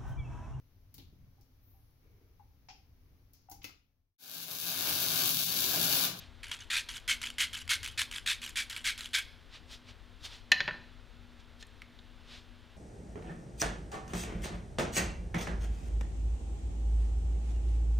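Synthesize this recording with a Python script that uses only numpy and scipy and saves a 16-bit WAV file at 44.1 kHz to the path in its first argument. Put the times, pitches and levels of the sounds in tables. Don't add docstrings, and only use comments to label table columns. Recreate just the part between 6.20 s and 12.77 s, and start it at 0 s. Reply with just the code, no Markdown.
import sys
import numpy as np
from scipy import signal
from scipy.fft import rfft, irfft
from scipy.io import wavfile

SR = 44100
rng = np.random.default_rng(int(sys.argv[2]) if len(sys.argv) > 2 else 0)


def to_wav(sig):
    pcm = np.clip(np.atleast_2d(sig), -1, 1) * 32767
    pcm = np.round(pcm).astype(np.int16)
    wavfile.write(sys.argv[1], SR, pcm.T)


N = 289631
TIME = np.arange(N) / SR

# (start [s], length [s], level [dB], grit [dB], cavity pitch [ratio])
THROWS = [(0.501, 0.084, -29, 1, 1.12), (0.878, 0.041, -24.5, -1.5, 0.97), (1.183, 0.052, -26, -1.5, 0.94),
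          (1.492, 0.044, -26, 0.5, 0.99), (1.776, 0.04, -29.5, 0.5, 1.11), (2.061, 0.057, -27, -1, 1.1),
          (2.357, 0.055, -30.5, 0.2, 1.05), (2.643, .057, -29.5, -0.1, 1.03),
          (2.933, 0.055, -26, -4.5, 1.03)]
# (start [s], length [s], level [dB])
RETURNS = [(0.231, 0.07, -46), (.314, 0.035, -39.5), (0.39, 0.048, -51), (0.688, 0.075, -42.5),
           (1.016, 0.059, -39.5), (1.331, 0.064, -42), (1.631, 0.045, -37.5), (1.913, .068, -42),
           (2.217, 0.069, -42), (2.498, 0.083, -40), (2.778, 0.081, -44.5)]


def from_db(db):
    return 10 ** (np.asarray(db) / 20)


def rms_one(x):
    return x / np.sqrt(np.mean(x ** 2) + 1e-20)


def at_hz(points, hz):
    frequencies, values = np.transpose(points)
    return np.interp(np.log(np.maximum(hz, 1)), np.log(frequencies), values)


def colour(x, spectrum, size=8192):
    gain = from_db(at_hz(spectrum, np.fft.rfftfreq(size, 1 / SR)))
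    cepstrum = irfft(np.log(gain))
    response = irfft(np.exp(rfft(2 * cepstrum[:size // 2], size)))
    return signal.fftconvolve(x, response / np.linalg.norm(response))[:N]


def resonance(x, hz, width):
    r = np.exp(-np.pi * width / SR)
    feedback = [1, -2 * r * np.cos(2 * np.pi * hz / SR), r * r]
    return signal.lfilter(np.array([1, 0, -1]) * (1 - r * r) / 2, feedback, x + 1e-18)


def low_pass(x, hz):
    r = np.exp(-2 * np.pi * hz / SR)
    return signal.lfilter([1 - r], [1, -r], x + 1e-18)


def add(out, s, sound):
    at = int(round(s * SR))
    out[at:at + len(sound)] += sound[:N - at]


def swell(s, half):
    return 1 / (1 + ((TIME - s) / half) ** 2 / 2) ** 2


def drift(hz):
    return rms_one(low_pass(low_pass(rng.standard_normal(N), hz), hz))


def narrow_noise(hz, width):
    return rms_one(resonance(resonance(rng.standard_normal(N), hz, width), hz, width))


def bursts(rows, t60, size=4096):
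    out = np.zeros(N)
    for s, db in rows:
        add(out, s, rng.choice([-1, 1], size) * from_db(db - 60 * TIME[:size] / t60))
    return out


def grains(per_s, spread_db):
    sizes = from_db(spread_db * np.minimum(rng.exponential(1, N), 4)) * rng.choice([-1, 1], N)
    return rms_one(sizes * (rng.random(N) < per_s / SR))


def background():
    # (frequency [Hz], level [dB])
    air_spectrum = [(20, 8.5), (60, -7), (95, 2.5), (170, -1), (400, -4), (800, -6.5), (1500, -5),
                    (2400, -8.5), (3500, -6.5), (5000, -16.5), (7000, -24), (10000, -30.5), (13000, -33.5),
                    (16000, -56)]
    rumble_spectrum = [(15, -10), (37, 0.5), (50, -0.5), (65, -7.5), (95, -5), (160, -25), (300, -21.5),
                       (700, -32.5), (2000, -54)]
    # (frequency [Hz], bandwidth [Hz], level [dB])
    hum_bands = [(93.7, 8.1, -71.5), (241.1, 10, -70)]
    # (time [s], level [dB])
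    motor_levels = [(3.5, -69), (5, -62)]
    # (time [s], half length [s], level [dB])
    throbs = [(0.0, .12, -50), (1.6, 0.38, -52)]
    air = from_db(-61) * colour(rng.standard_normal(N), air_spectrum)
    hum = sum(from_db(db) * narrow_noise(hz, width) for hz, width, db in hum_bands)
    motor_hz = 242 + 2.434 * drift(hz=3.0)
    motor_gain = from_db(np.interp(TIME, *np.transpose(motor_levels)))
    motor = motor_gain * np.sin(2 * np.pi * np.cumsum(motor_hz) / SR)
    throb = sum(from_db(db) * swell(s, half) for s, half, db in throbs) * narrow_noise(hz=75, width=37)
    rumble = from_db(-52) * colour(rng.standard_normal(N), rumble_spectrum)
    return air + hum + motor + throb * from_db([[0], [-11.5]]) + rumble * from_db([[0], [-20]])


def kitchen(x, wet_db, early_db, size=32768):
    # (delay [s], level [dB])
    echoes = [(.0031, -13.5), (.0083, -10), (0.0128, -20), (0.0275, -27), (.0335, -29)]
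    # (frequency [Hz], level [dB])
    tail_spectrum = [(100, 6.5), (1000, 3), (2000, -1), (4000, 0.5), (8000, -7), (16000, -2.5)]
    # (frequency [Hz], T60 [s])
    decay_times = [(100, 0.91), (500, 0.55), (1800, 0.46), (4000, 0.6), (8000, 0.26), (16000, 0.75)]
    t, tail = TIME[:size], np.zeros(size)
    edges = np.geomspace(60, 17000, 11)
    for low, high in zip(edges, edges[1:]):
        hz = np.sqrt(low * high)
        band_pass = signal.butter(2, [low, high], "band", fs=SR, output="sos")
        band = signal.sosfilt(band_pass, rng.standard_normal(size))
        tail += band * from_db(at_hz(tail_spectrum, hz) - 60 * t / at_hz(decay_times, hz))
    tail *= np.minimum(t / 0.004, 1)
    response = from_db(wet_db) * tail / np.linalg.norm(tail)
    for delay, db in echoes:
        add(response, delay, from_db([db + early_db]))
    return x + signal.fftconvolve(x, response)[:N]


def sleeve():
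    # (time [s], half length [s], level [dB], treble gain [dB])
    moves = [(.01, 0.051, -52.5, -25), (3.353, 0.026, -48, -24), (3.531, 0.027, -49.5, 3),
             (3.696, 0.021, -50, -20), (4.055, 0.017, -46, 6), (4.137, 0.045, -49.5, -6.5),
             (5.203, .013, -58.5, -11), (5.412, 0.012, -59.5, 8), (6.14, 0.053, -49, -17)]
    # (frequency [Hz], level [dB])
    cloth_spectrum = [(400, -10.5), (1200, -7.5), (2200, -3.5), (3600, 2.5), (5500, -5.5), (8000, -14.5),
                      (11000, -22), (16000, -33)]
    fibres = colour(grains(per_s=9100, spread_db=-1.5), cloth_spectrum)
    dull = low_pass(fibres, 3750)
    return sum(from_db(db) * swell(s, half) * (dull + from_db(treble_db) * (fibres - dull))
               for s, half, db, treble_db in moves)


def fry_ticks():
    # (time [s], level [dB], frequency [Hz], bandwidth [Hz])
    touches = [(5.4253, -43.5, 7040, 2040), (5.427, -34, 3100, 2400), (5.468, -54, 7600, 5950),
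               (5.619, -29.5, 2040, 1650), (5.6188, -55.5, 9000, 7000), (5.789, -36.5, 3500, 1000)]
    taps = sum(resonance(resonance(bursts([(s, db)], t60=0.019), hz, width), hz, width)
               for s, db, hz, width in touches)
    graze = bowl_ring([(5.4253, -47.5, 9000)])
    return from_db(3) * taps + graze


def bowl_ring(blows, size=32768):
    # (frequency [Hz], level [dB], T60 [s])
    modes = [(1240, -19, .04), (1535, -3, 0.02), (1670, -8.5, .018), (1787, 3.5, 0.053), (1784, -20, 0.17),
             (1870, -17.5, .34), (1910, -8, 0.052), (2200, -18, 0.017), (2497, -1, 0.028),
             (2643, -3.5, 0.029), (2910, -3, .03), (3270, -11.5, .045), (3460, -7, 0.031),
             (3840, -9, 0.041), (4040, -8.5, .07), (4100, -18.5, 0.14), (4500, -10, .038), (5300, -17, .02),
             (6600, -9, 0.019), (7100, -24, 0.056)]
    hz, mode_db, t60 = np.array(modes).T[:, :, None]
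    out, t = np.zeros(N), TIME[:size]
    vibrations = np.exp(-np.log(1000) * t / t60) * np.sin(2 * np.pi * hz * t)
    for s, db, cutoff_hz in blows:
        strength = from_db(db + mode_db + rng.normal(0, 1.6, hz.shape))
        strength /= np.hypot(1, (hz / cutoff_hz) ** 2)
        sign = rng.choice([-1, 1], hz.shape)
        ring = np.sum(sign * strength * vibrations, axis=0)
        add(out, s, ring * np.minimum(t / 0.00057, 1))
    return out


def bowl():
    # (time [s], level [dB], contact cutoff [Hz], thud level [dB])
    landings = [(4.3176, -15, 13300, -39), (4.3213, -23.5, 4500, -41), (4.4046, -25.5, 4450, -38.5),
                (4.478, -28, 3200, -35), (4.4882, -29, 2000, -48), (4.509, -33.5, 1770, -59),
                (4.5412, -39.5, 1560, -48)]
    # (frequency [Hz], level [dB])
    crack_spectrum = [(500, -15.5), (1100, -8), (1500, 4.5), (2700, -0.5), (4300, 0), (6800, -10.5),
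                      (8000, -39), (11000, -32), (16000, -41)]
    thud_spectrum = [(40, -13), (85, 3), (130, 5), (290, -5), (560, 3.5), (680, -3), (860, 4.5),
                     (1100, -3.5), (1600, -8.5), (3000, -36), (9000, -60)]
    ring = bowl_ring([row[:3] for row in landings])
    contact = 0
    for s, db, cutoff_hz, _ in landings:
        crack = from_db(3.5) * colour(bursts([(s, db)], t60=0.022), crack_spectrum)
        snap = from_db(-11) * bursts([(s, db)], t60=0.004)
        softness = signal.butter(3, cutoff_hz, fs=SR, output="sos")
        contact += signal.sosfilt(softness, crack + snap + 1e-18)
    thud = colour(bursts([(s, thud_db) for s, _, _, thud_db in landings], t60=0.075), thud_spectrum)
    return from_db(0.5) * (ring + thud) + contact


def salt_grains(per_s, spread_db, clump_db, clump_hz, pings_per_s, ping_width_hz, ping_db, count=24):
    pitches = np.geomspace(1400, 12000, count)
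    pings = sum(resonance(grains(pings_per_s / count, spread_db), hz, ping_width_hz * hz / pitches[0])
                for hz in pitches)
    impacts = grains(per_s, spread_db) + from_db(ping_db) * rms_one(pings)
    return rms_one(impacts * from_db(clump_db * drift(clump_hz)))


def shower(hail, start, length, shape, size=12000):
    start_db, peak_share, end_db, release_s = shape
    t, at = TIME[:size], int(start * SR)
    flow_db = np.interp(t / length, [0, peak_share, 1], [start_db, 0, end_db])
    release_db = 20 * np.maximum(t - length, 0) / release_s
    return hail[at:at + size] * from_db(flow_db - release_db)


def falling_back():
    # (start [dB], peak position [share of length], end [dB], time to fall 20 dB [s])
    envelope = (-0.5, 0.3, -3, 0.06)
    hail = salt_grains(per_s=2000, spread_db=2.5, clump_db=4.0, clump_hz=101.5,
                       pings_per_s=1100, ping_width_hz=69, ping_db=-0.5)
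    out = np.zeros(N)
    for start, length, db in RETURNS:
        add(out, start, from_db(db) * shower(hail, start, length, envelope))
    return out


def coarse_strikes(strokes, first_db, follower_db, count, rebound_s=0.0135, scatter_db=2.5):
    strikes = []
    for start, length, db, *_ in strokes:
        shares = (np.arange(count) + rng.uniform(0.62, 1, count)) / count
        later = start + rebound_s + shares * (length - rebound_s)
        strikes += [(start, db + first_db), (start + rebound_s, db + first_db)]
        strikes += zip(later, db + follower_db + scatter_db * rng.standard_normal(count))
    return strikes


def crystals(t60=0.012, size=2048):
    # (time [s], level [dB])
    lone_strikes = [(.316, -26), (0.779, -38), (1.102, -33.5), (1.478, -36.5), (1.817, -22.5), (1.983, -34),
                    (2.564, -32), (2.808, -33.5), (2.858, -34.5)]
    strikes = coarse_strikes(THROWS, first_db=-9, follower_db=-7.5, count=2)
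    strikes += coarse_strikes(RETURNS, first_db=4.5, follower_db=2.5, count=3) + lone_strikes
    out = np.zeros(N)
    for (s, db), hz in zip(strikes, rng.uniform(2030, 4840, len(strikes))):
        click = rng.choice([-1, 1], size) * from_db(db - 60 * TIME[:size] / t60)
        add(out, s, click + from_db(3) * resonance(click, hz, width=174))
    return out


def salt_on_cap():
    # (frequency [Hz], bandwidth [Hz], level [dB], rise per half throw [dB])
    cavity_modes = [(1560, 250, .5, 0.5), (2207, 157, 3, 2), (3180, 390, 3, 0.7)]
    # (start [dB], peak position [share of length], end [dB], time to fall 20 dB [s])
    envelope = (-8.5, 0.4, -3, 0.04)
    # (frequency [Hz], level [dB])
    cap_spectrum = [(300, -45.5), (700, -24.5), (1050, -17), (1400, -9), (2200, -3), (3300, -5.5),
                    (4200, -5.5), (5200, -9), (7500, -9.5), (10500, -15), (13000, -20.5), (16000, -31.5)]
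    hail = salt_grains(per_s=6000, spread_db=2.0, clump_db=2.0, clump_hz=145,
                       pings_per_s=2600, ping_width_hz=63, ping_db=-2.5)
    out = np.zeros(N)
    for start, length, db, grit_db, pitch in THROWS:
        drive = shower(hail, start, length, envelope)
        piled = np.interp(TIME[:len(drive)], [0, length], [-1, 1])
        hollow = sum(resonance(drive * from_db(mode_db + rise_db * piled), hz * pitch, width)
                     for hz, width, mode_db, rise_db in cavity_modes)
        add(out, start, from_db(db) * (hollow + from_db(grit_db) * drive))
    return colour(out, cap_spectrum)


def shaker():
    # (frequency [Hz], bandwidth [Hz], level [dB])
    wall_modes = [(1590, 130, -18.5), (2280, 510, -10.5), (2990, 120, 3.5), (3300, 120, 2),
                  (7300, 550, -10.5), (10950, 1100, -2)]
    # (frequency [Hz], level [dB])
    rattle_spectrum = [(300, -32.5), (680, -29), (920, -10), (1100, -9.5), (1450, -3), (2200, -3.5),
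                       (3300, -3), (4200, -5.5), (5200, -8.5), (7500, -10), (10800, -16.5), (13000, -22),
                       (16000, -27.5)]
    loose = from_db(-2) * falling_back() + from_db(1) * crystals()
    wall_ring = sum(from_db(db) * resonance(loose, hz, width) for hz, width, db in wall_modes)
    salt = from_db(-4) * salt_on_cap() + from_db(-2) * colour(loose + wall_ring, rattle_spectrum)
    sliding_share = np.interp(TIME, [0.45, 0.72], [0.79, 0])
    return salt + sliding_share * (low_pass(salt, 5300) - salt)


def scene():
    in_the_open = kitchen(shaker() + sleeve(), wet_db=-18.5, early_db=-4.5)
    on_counter = kitchen(bowl() + fry_ticks(), wet_db=-13.5, early_db=-7.5)
    return in_the_open + on_counter + background()


def record(dry):
    ceiling, cutoff_hz = 0.6, 16200
    rounded = ceiling * np.tanh(dry / ceiling)
    return signal.sosfilt(signal.ellip(10, 0.3, 70, cutoff_hz, fs=SR, output="sos"), rounded)


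dry = scene()
out = record(dry)
to_wav(out)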